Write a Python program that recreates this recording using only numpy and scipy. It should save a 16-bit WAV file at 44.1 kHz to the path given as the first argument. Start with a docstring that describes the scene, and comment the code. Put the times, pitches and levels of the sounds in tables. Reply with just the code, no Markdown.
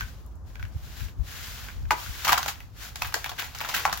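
"""Gritty wet concrete is shaken out of a plastic bucket into a plastic mold on a hard floor.
The mix hisses along the bucket wall; clumps splat, squeeze out air pockets and crackle wetly.
Pebbles and grit tick, and twice the plastic takes a hard knock and rings.
A short room tail follows; puffs of air rumble on the microphone over a low background."""
import sys
import numpy as np
from scipy import signal
from scipy.fft import rfft, irfft
from scipy.io import wavfile
from scipy.ndimage import uniform_filter1d

SR = 44100
rng = np.random.default_rng(int(sys.argv[2]) if len(sys.argv) > 2 else 0)


def store_wav(level_fs):
    """Save 16-bit WAV to argv[1]."""
    pcm = np.round(np.clip(np.atleast_2d(level_fs), -1, 1) * 32767)
    wavfile.write(sys.argv[1], SR, pcm.T.astype(np.int16))


N = 176400
SIDES = np.array([[1], [-1]])  # left, right
# grit spray spectrum: (frequency [Hz], level [dB])
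GRIT_SPECTRUM = [(1500, -58), (3000, -1), (4300, 1.5), (6500, -0.5), (10000, -5), (16000, -13.5)]


def slide(grains_per_s=14000, flutter_db=1.0, flutter_s=0.018):
    """Sand rubs along the bucket wall in surges, fluttering slightly."""
    # (time [s], level [dB])
    surges = [(0, -45.5), (.17, -61), (.33, -72), (.43, -79), (.48, -59.5), (.55, -64), (.63, -60.5),
              (.73, -63), (.85, -52.5), (.96, -49.5), (1.01, -43), (1.09, -54), (1.15, -68.5),
              (1.21, -67.5), (1.27, -47.5), (1.34, -43.5), (1.57, -42), (1.7, -49), (1.78, -56.5),
              (1.87, -62.5), (1.97, -44), (2.03, -40), (2.13, -43), (2.24, -40), (2.45, -42), (2.52, -45.5),
              (2.58, -56), (2.73, -67.5), (2.78, -52), (2.83, -39), (2.87, -43.5), (2.94, -57),
              (3.0, -46.5), (3.07, -43.5), (3.12, -50.5), (3.19, -43.5), (3.3, -49.5), (3.36, -53.5),
              (3.44, -46), (3.53, -53), (3.58, -48.5), (3.72, -42), (3.79, -35.5), (3.85, -42), (3.92, -49),
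              (4.0, -41.5)]
    # (frequency [Hz], level [dB])
    spectrum = [(100, -43), (300, -14), (600, -8.5), (1000, -5.5), (1500, 3), (2200, -0.5), (3200, -0.5),
                (5000, -2.5), (8000, -5), (16000, -11.5)]
    level_db = over_time(surges) + flutter_db * wobble(flutter_s, N)
    hiss = colour(grains(N, grains_per_s, spread_db=2.5), spectrum)
    return from_db(level_db) * rms_one(hiss)


def clumps():
    """Each clump thuds on the mold, smacks wetly and scatters grit."""
    # (time [s], rise [s], decay [s], thud [dB], smack [dB], grit [dB])
    landings = [ (2.247, 0.00085, 0.012, -29.5, -26.5, -27.5), (2.268, 0.00067, 0.0067, -23.5, -31, -44),
                (2.2774, 0.0017, 0.01, -28.5, -21.5, -26), (2.291, 0.0017, 0.014, -25.5, -23.5, -29),
                (2.311, 0.00071, 0.0071, -29, -29, -46), (2.319, 0.0037, 0.0088, -17.5, -21.5, -25),
                (2.3294, 0.00031, 0.0021, -12, -14.5, -19), (2.342, .001, 0.0044, -26.5, -40, -41),
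                (2.3745, 0.0058, 0.0045, -22, -26, -24.5), (2.429, 0.00055, 0.0025, -37, -29, -27.5),
                (2.4594, .001, 0.0043, -27, -31, -34), (2.477, 0.0056, 0.012, -32, -28.5, -29),
                (2.602, 0.003, 0.0034, -49.5, -41, -72), (2.957, 0.00033, 0.0044, -37, -34, -33),
                (3.013, 0.0057, .008, -38, -46, -41), (3.019, 0.0026, 0.003, -25.5, -26, -27.5),
                (3.045, 0.0033, 0.018, -43, -36.5, -55), (3.123, 0.0011, .004, -39, -39, -48),
                (3.141, 0.0011, 0.0034, -26, -25.5, -20), (3.161, 0.0025, .015, -40, -44, -42),
                (3.243, 0.00063, 0.0026, -34, -27, -34), (3.260, 0.00041, 0.0052, -30.5, -32.5, -50),
                (3.293, 0.0006, 0.0049, -33.5, -37.5, -33), (3.315, .002, 0.0068, -41.5, -40.5, -47),
                (3.377, 0.019, 0.012, -44, -30, -39), (3.419, 0.0037, 0.0027, -55, -33.5, -38),
                (3.443, 0.0017, 0.013, -52, -38.5, -43.5), (3.547, 0.0024, 0.011, -42, -39.5, -41),
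                (3.586, 0.00084, 0.0022, -58, -48, -32.5), (3.603, 0.0024, 0.005, -33.5, -31.5, -53),
                (3.611, 0.00066, 0.0079, -38.5, -30, -56), (3.646, 0.0024, 0.014, -38.5, -37, -44),
                (3.688, 0.001, 0.014, -33.5, -34, -33.5), (3.738, 0.011, 0.007, -37.5, -24.5, -30),
                (3.762, 0.0013, 0.023, -39.5, -27.5, -39), (3.875, 0.0015, 0.0056, -26.5, -35, -50),
                (3.895, 0.0011, 0.0045, -29, -35, -47), (3.926, 0.0016, 0.0063, -27.5, -30, -27),
                (3.974, 0.00087, 0.0029, -41, -33, -37)]
    # (frequency [Hz], level [dB])
    thud_spectrum = [(60, -18.5), (200, -19.5), (360, -35.5), (550, -14), (850, -1.5), (1100, -4.5),
                     (1500, -4.5), (3000, -54.5)]
    # (frequency [Hz], level [dB])
    smack_spectrum = [(500, -18.5), (950, -19.5), (1400, -2), (2000, -2), (2800, -2.5), (4000, -9.5),
                      (6000, -16.5), (12000, -17)]
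    out = np.zeros((2, N))
    for time_s, rise_s, decay_s, thud_db, smack_db, grit_db in landings:
        add(out, time_s, from_db(thud_db) * burst(rise_s, decay_s, thud_spectrum))
        add(out, time_s, from_db(smack_db) * burst(rise_s, decay_s, smack_spectrum))
        add(out, time_s, from_db(grit_db) * burst(rise_s, decay_s, GRIT_SPECTRUM))
    return out


def air_pockets(rise_s=0.00033, glide_per_s=2.4, size=4096):
    """Air squeezed from the landing mix rings for a few unsteady cycles, rising a little in pitch."""
    # (time [s], pitch [Hz], level [dB], decay [s])
    pops = [(2.279, 1205, -22.5, 0.0089), (2.292, 1167, -18.5, 0.0093), (2.322, 1810, -23, 0.0093),
            (2.376, 1403, -27, 0.0056), (2.4299, 1420, -30.5, 0.0032), (2.604, 2000, -43, .005),
            (3.020, 2565, -21.5, 0.0026), (3.143, 1550, -20, 0.003), (3.147, 400, -43, .016),
            (3.163, 675, -33.5, 0.0061), (3.243, 2127, -33.5, 0.0077), (3.261, 3400, -38, 0.0065),
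            (3.293, 3380, -35.5, 0.0047), (3.316, 717, -38, 0.0067), (3.328, 574, -50, 0.0063),
            (3.384, 1593, -38, 0.018), (3.422, 1700, -32.5, 0.0042), (3.612, 910, -32.5, 0.0059),
            (3.648, 1265, -28, 0.0035), (3.742, 1533, -25, 0.0069), (3.928, 1414, -23, 0.0039)]
    out, t = np.zeros((2, N)), np.arange(size) / SR
    for time_s, hz, db, decay_s in pops:
        phase = 2 * np.pi * hz * (t + glide_per_s * t ** 2 / 2) + wobble(2 / hz, size)
        envelope = np.minimum(t / rise_s, 1) * np.exp(-t / decay_s)
        add(out, time_s, from_db(db) * np.sqrt(2) * envelope * np.sin(phase))
    return out


def crackle(snaps_per_s=420, spread_db=2, decay_cycles=3.2, pitches=24, size=1024):
    """Water films snap at random as the mix tears and settles, each ringing at its own pitch."""
    # (time [s], level [dB])
    levels = [(0, -89), (1.1, -84), (1.35, -58), (1.7, -60), (1.85, -70), (2.05, -61), (2.23, -51),
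              (2.32, -39), (2.48, -48), (2.62, -69), (2.75, -77), (2.85, -51), (2.97, -71), (3.05, -44),
              (3.11, -62), (3.2, -58), (3.3, -49), (3.36, -58), (3.41, -43.5), (3.52, -58), (3.62, -44.5),
              (3.72, -42), (3.8, -44.5), (3.9, -42.5), (4.0, -50)]
    # (frequency [Hz], level [dB])
    spectrum = [(700, -7), (1500, -2.5), (3000, -5.5), (6500, -6)]
    t = np.arange(size) / SR
    pitch_index = rng.integers(0, pitches, N)
    onsets = rng.random(N) < snaps_per_s / SR
    snaps = onsets * from_db(spread_db * np.minimum(rng.exponential(1, N), 3.5))
    out = 0
    for k, hz in enumerate(np.geomspace(spectrum[0][0], spectrum[-1][0], pitches)):
        ring = rms_one(np.sin(2 * np.pi * hz * t) * np.exp(-t * hz / decay_cycles))
        out = out + from_db(at_hz(spectrum, hz)) * convolve(snaps * (pitch_index == k), ring)
    return from_db(over_time(levels)) * rms_one(out)


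def knocks(low_cut_hz=480):
    """A gritty crack sets the plastic ringing; the thin wall flexes with a dull bump."""
    # (time [s], ring [dB], pitch [ratio], t60 [ratio], crack [dB], flex [dB], left-right [dB])
    strikes = [(1.9074, -16.5, 0.99, 0.75, -26, -35.5, 2.5), (1.9177, -28.5, 0.98, 1, -35, -36, -4),
               (3.8524, -14.5, 0.91, 0.49, -28, -49, 1)]
    # (frequency [Hz], level [dB], t60 [s])
    plastic_modes = [(653, -16, 0.062), (871, -0.5, 0.084), (979, -4, .12), (1026, -6.5, 0.068),
                     (1215, 2.5, 0.043), (1503, -4.5, 0.11), (1528, -2, 0.047), (2140, 7.5, 0.0077),
                     (2480, -7, 0.058), (2780, -4, 0.015)]
    # (frequency [Hz], level [dB])
    flex_spectrum = [(100, -16), (250, -6.5), (480, -4.5), (650, 0), (1000, -20), (3000, -50)]
    out, t = np.zeros((2, N)), np.arange(SR // 2) / SR
    low_cut = signal.butter(2, low_cut_hz, "high", fs=SR, output="sos")
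    for time_s, ring_db, pitch_ratio, t60_ratio, crack_db, flex_db, pan_db in strikes:
        ring = np.zeros_like(t)
        for k, (hz, db, t60_s) in enumerate(plastic_modes):
            envelope = from_db(db - 60 * t / (t60_s * t60_ratio))
            ring += (-1) ** k * envelope * np.sin(2 * np.pi * hz * pitch_ratio * t)
        crack = burst(rise_s=0.00019, decay_s=0.0075, spectrum=GRIT_SPECTRUM)
        flex = burst(rise_s=0.001, decay_s=0.021, spectrum=flex_spectrum)
        add(out, time_s, panned_gain(ring_db, pan_db) * signal.sosfilt(low_cut, ring))
        add(out, time_s, from_db(crack_db) * crack + from_db(flex_db) * flex)
    return out


def pebbles(rise_s=0.00027):
    """Small stones tick against the inside of the bucket."""
    # (time [s], level [dB], decay [s])
    hits = [(.0082, -24, 0.0036), (.016, -43, 0.024), (0.555, -36.5, 0.0022), (0.595, -40, 0.0058),
            (0.627, -32.5, 0.0022), (0.651, -41, 0.0036), (1.005, -40, 0.0044), (1.084, -44, 0.0036),
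            (1.685, -36, 0.006), (1.702, -39.5, 0.0029), (1.853, -47, 0.005), (2.062, -36, 0.0045)]
    # (frequency [Hz], level [dB])
    spectrum = [(300, -20), (900, -9), (1250, -5.5), (1560, 7.5), (1850, -3.5), (2300, -2), (3000, -8),
                (4000, -14.5), (6000, -16.5), (10000, -28.5), (16000, -25)]
    out = np.zeros((2, N))
    for time_s, db, decay_s in hits:
        add(out, time_s, from_db(db) * burst(rise_s, decay_s, spectrum))
    return out


def falling_grit(rise_s=0.0005, decay_s=0.0012):
    """Single grains land with short, bright ticks."""
    # (time [s], level [dB])
    ticks = [(.263, -50), (0.355, -53.5), (.498, -64), (.627, -64), (.682, -55), (2.428, -38), (3.072, -34),
             (3.294, -36), (3.841, -48), (3.926, -46), (3.974, -32)]
    # (frequency [Hz], level [dB])
    spectrum = [(1000, -25), (3000, -32), (6000, -5), (9000, 4), (16000, -4)]
    out = np.zeros((2, N))
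    for time_s, db in ticks:
        add(out, time_s, from_db(db) * burst(rise_s, decay_s, spectrum))
    return out


def air_puffs():
    """Soft puffs of air rumble on the microphone."""
    # (time [s], Gaussian width [s], level [dB], left-right [dB])
    puffs = [(.04, 0.023, -45, 17), (0.628, 0.026, -33, 10), (.765, 0.0089, -27, -13),
             (1.038, 0.024, -32.5, 15.5), (1.209, 0.021, -31.5, 18.5), (1.841, 0.058, -33, 0.5),
             (2.1, 0.017, -34, 3.5), (3.05, 0.034, -39, 6)]
    # (frequency [Hz], level [dB])
    spectrum = [(15, -46), (35, -5.5), (58, 1.5), (95, -6), (150, -19), (300, -46.5), (1000, -70)]
    out, t = np.zeros((2, N)), np.arange(N) / SR
    rumble = colour(rng.standard_normal((2, N)), spectrum)
    for time_s, width_s, db, pan_db in puffs:
        swell = np.exp(-.5 * ((t - time_s) / width_s) ** 2)
        out += panned_gain(db, pan_db) * rms_one(rumble * swell) * np.sqrt(np.mean(swell ** 2))
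    return out


def ambience(base_db=-44):
    """Low background noise, easing slightly in the second half."""
    # (frequency [Hz], level [dB])
    spectrum = [(15, -33), (25, -32), (38, -1.5), (60, 4.5), (100, -3), (160, -14.5), (250, -20),
                (400, -27.5), (800, -28), (1200, -30), (1800, -43), (3000, -71), (5000, -49), (8000, -50),
                (16000, -63)]
    # (time [s], gain [dB])
    drift = [(0, 1), (1.8, 1), (2.6, -1.5), (4, -2)]
    noise = colour(stereo(rng.standard_normal((2, N))), spectrum)
    return panned_gain(base_db + over_time(drift), pan_db=1) * rms_one(noise)


def room(x, early_db=-6, tail_db=-17, first_echo_s=0.0061, early_decay_s=0.016, size=32768):
    """Close echoes from floor and bucket, then a diffuse tail that dies sooner in the treble."""
    # (frequency [Hz], t60 [s])
    reverb_times = [(300, 0.23), (1000, 0.31), (3000, 0.2), (8000, 0.17), (16000, 0.083)]
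    t = np.arange(size) / SR
    early_fade = np.exp(-np.maximum(t - first_echo_s, 0) / early_decay_s)
    echoes = rng.standard_normal((2, size)) * (rng.random((2, size)) < .03)
    early = echoes * (t > first_echo_s) * early_fade
    white = rfft(rng.standard_normal((2, size)))
    hz = np.linspace(0, SR / 2, size // 2 + 1)
    edges_hz = [0, 700, 1400, 2800, 5600, 11000, SR]
    tail = np.zeros((2, size))
    for low, high in zip(edges_hz, edges_hz[1:]):
        band = irfft(white * (hz >= low) * (hz < high))
        tail += band * from_db(-60 * t / at_hz(reverb_times, (low + high) / 2))
    tail *= 1 - early_fade
    response = from_db(early_db) * rms_one(early) + from_db(tail_db) * rms_one(tail)
    return convolve(x, response / np.sqrt(size))


def burst(rise_s, decay_s, spectrum, size=6144):
    """A shower of grains swells and dies away; about unit rms at its top."""
    t = np.arange(size) / SR
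    envelope = np.minimum(t / rise_s, 1) * np.exp(-np.maximum(t - rise_s, 0) / decay_s)
    shower = colour(grains(size, per_s=5500, spread_db=3.5) * envelope, spectrum)
    return rms_one(shower) * np.sqrt(np.mean(envelope ** 2))


def grains(size, per_s, spread_db):
    """Random sand-grain clicks of uneven strength, in stereo."""
    strength = from_db(spread_db * np.minimum(rng.exponential(1, (2, size)), 4))
    polarity = rng.choice([-1, 1], (2, size))
    onsets = rng.random((2, size)) < per_s / SR
    return stereo(strength * polarity * onsets)


def stereo(pair):
    """Two unrelated signals become left and right, most alike in the low mids."""
    # (frequency [Hz], left-right correlation [ratio])
    likeness = [(30, 0), (100, 0.48), (250, 0.9), (800, 0.52), (1700, 0.22), (3500, 0.26), (6500, 0),
                (16000, 0)]
    size = pair.shape[-1]
    mid, side = rfft(pair)
    alike = at_hz(likeness, np.arange(len(mid)) * SR / size)
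    return irfft(np.sqrt(1 + alike) * mid + SIDES * np.sqrt(1 - alike) * side, size)


def colour(x, curve, size=4096):
    """Minimum-phase filter from a (frequency [Hz], gain [dB]) curve."""
    gain = from_db(at_hz(curve, np.linspace(0, SR / 2, size // 2 + 1)))
    cepstrum = irfft(np.log(gain))
    cepstrum[1:size // 2] *= 2
    cepstrum[size // 2 + 1:] = 0
    return convolve(x, irfft(np.exp(rfft(cepstrum))))


def wobble(smooth_s, size):
    """Smooth random motion of unit rms."""
    width = max(int(smooth_s * SR), 2)
    return rms_one(uniform_filter1d(uniform_filter1d(rng.standard_normal(size), width), width))


def add(out, time_s, sound):
    """Mix a sound in at a time."""
    start = int(time_s * SR)
    out[:, start:start + sound.shape[-1]] += sound[..., :N - start]


def convolve(x, response):
    """Convolve, keeping the length."""
    return signal.fftconvolve(np.atleast_2d(x), np.atleast_2d(response), axes=-1)[:, :x.shape[-1]]


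def at_hz(curve, hz):
    """Read a curve on a log-frequency axis."""
    knots_hz, values = np.transpose(curve)
    return np.interp(np.log(np.maximum(hz, 1)), np.log(knots_hz), values)


def over_time(curve):
    """Read a time curve at every sample."""
    return np.interp(np.arange(N) / SR, *np.transpose(curve))


def panned_gain(db, pan_db):
    """Left and right gains, pan_db apart."""
    return from_db(db + SIDES * pan_db / 2)


def from_db(db):
    """Decibels to gain."""
    return 10 ** (np.asarray(db) / 20)


def rms_one(x):
    """Scale to unit rms."""
    return x / np.sqrt(np.mean(x ** 2) + 1e-20)


def scene():
    """The pour, its room and the air around the microphone."""
    hiss_send_db = -12.5
    hiss = slide()
    hits = clumps() + air_pockets() + crackle() + knocks() + pebbles() + falling_grit()
    reverb = room(hits + from_db(hiss_send_db) * hiss)
    return hiss + hits + reverb + ambience() + air_puffs()


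def record(dry):
    """The microphone has a treble dip and a brighter left side; the top is cut."""
    # (frequency [Hz], left-right [dB])
    balance = [(100, -0.5), (800, 1), (1700, 0), (3500, 3.5), (7000, 3), (14000, 3.5)]
    # (frequency [Hz], gain [dB])
    mic_response = [(100, 1.5), (6000, 2), (7200, 2), (8300, -5.5), (9300, -4.5), (11000, 1.5),
                    (15500, 7.5)]
    cutoff_hz = 15900
    left = colour(dry[0], [(hz, db / 2) for hz, db in balance])
    right = colour(dry[1], [(hz, -db / 2) for hz, db in balance])
    high_cut = signal.ellip(12, .2, 80, cutoff_hz, fs=SR, output="sos")
    return signal.sosfilt(high_cut, colour(np.vstack([left, right]), mic_response))


dry = scene()
out = record(dry)
store_wav(out)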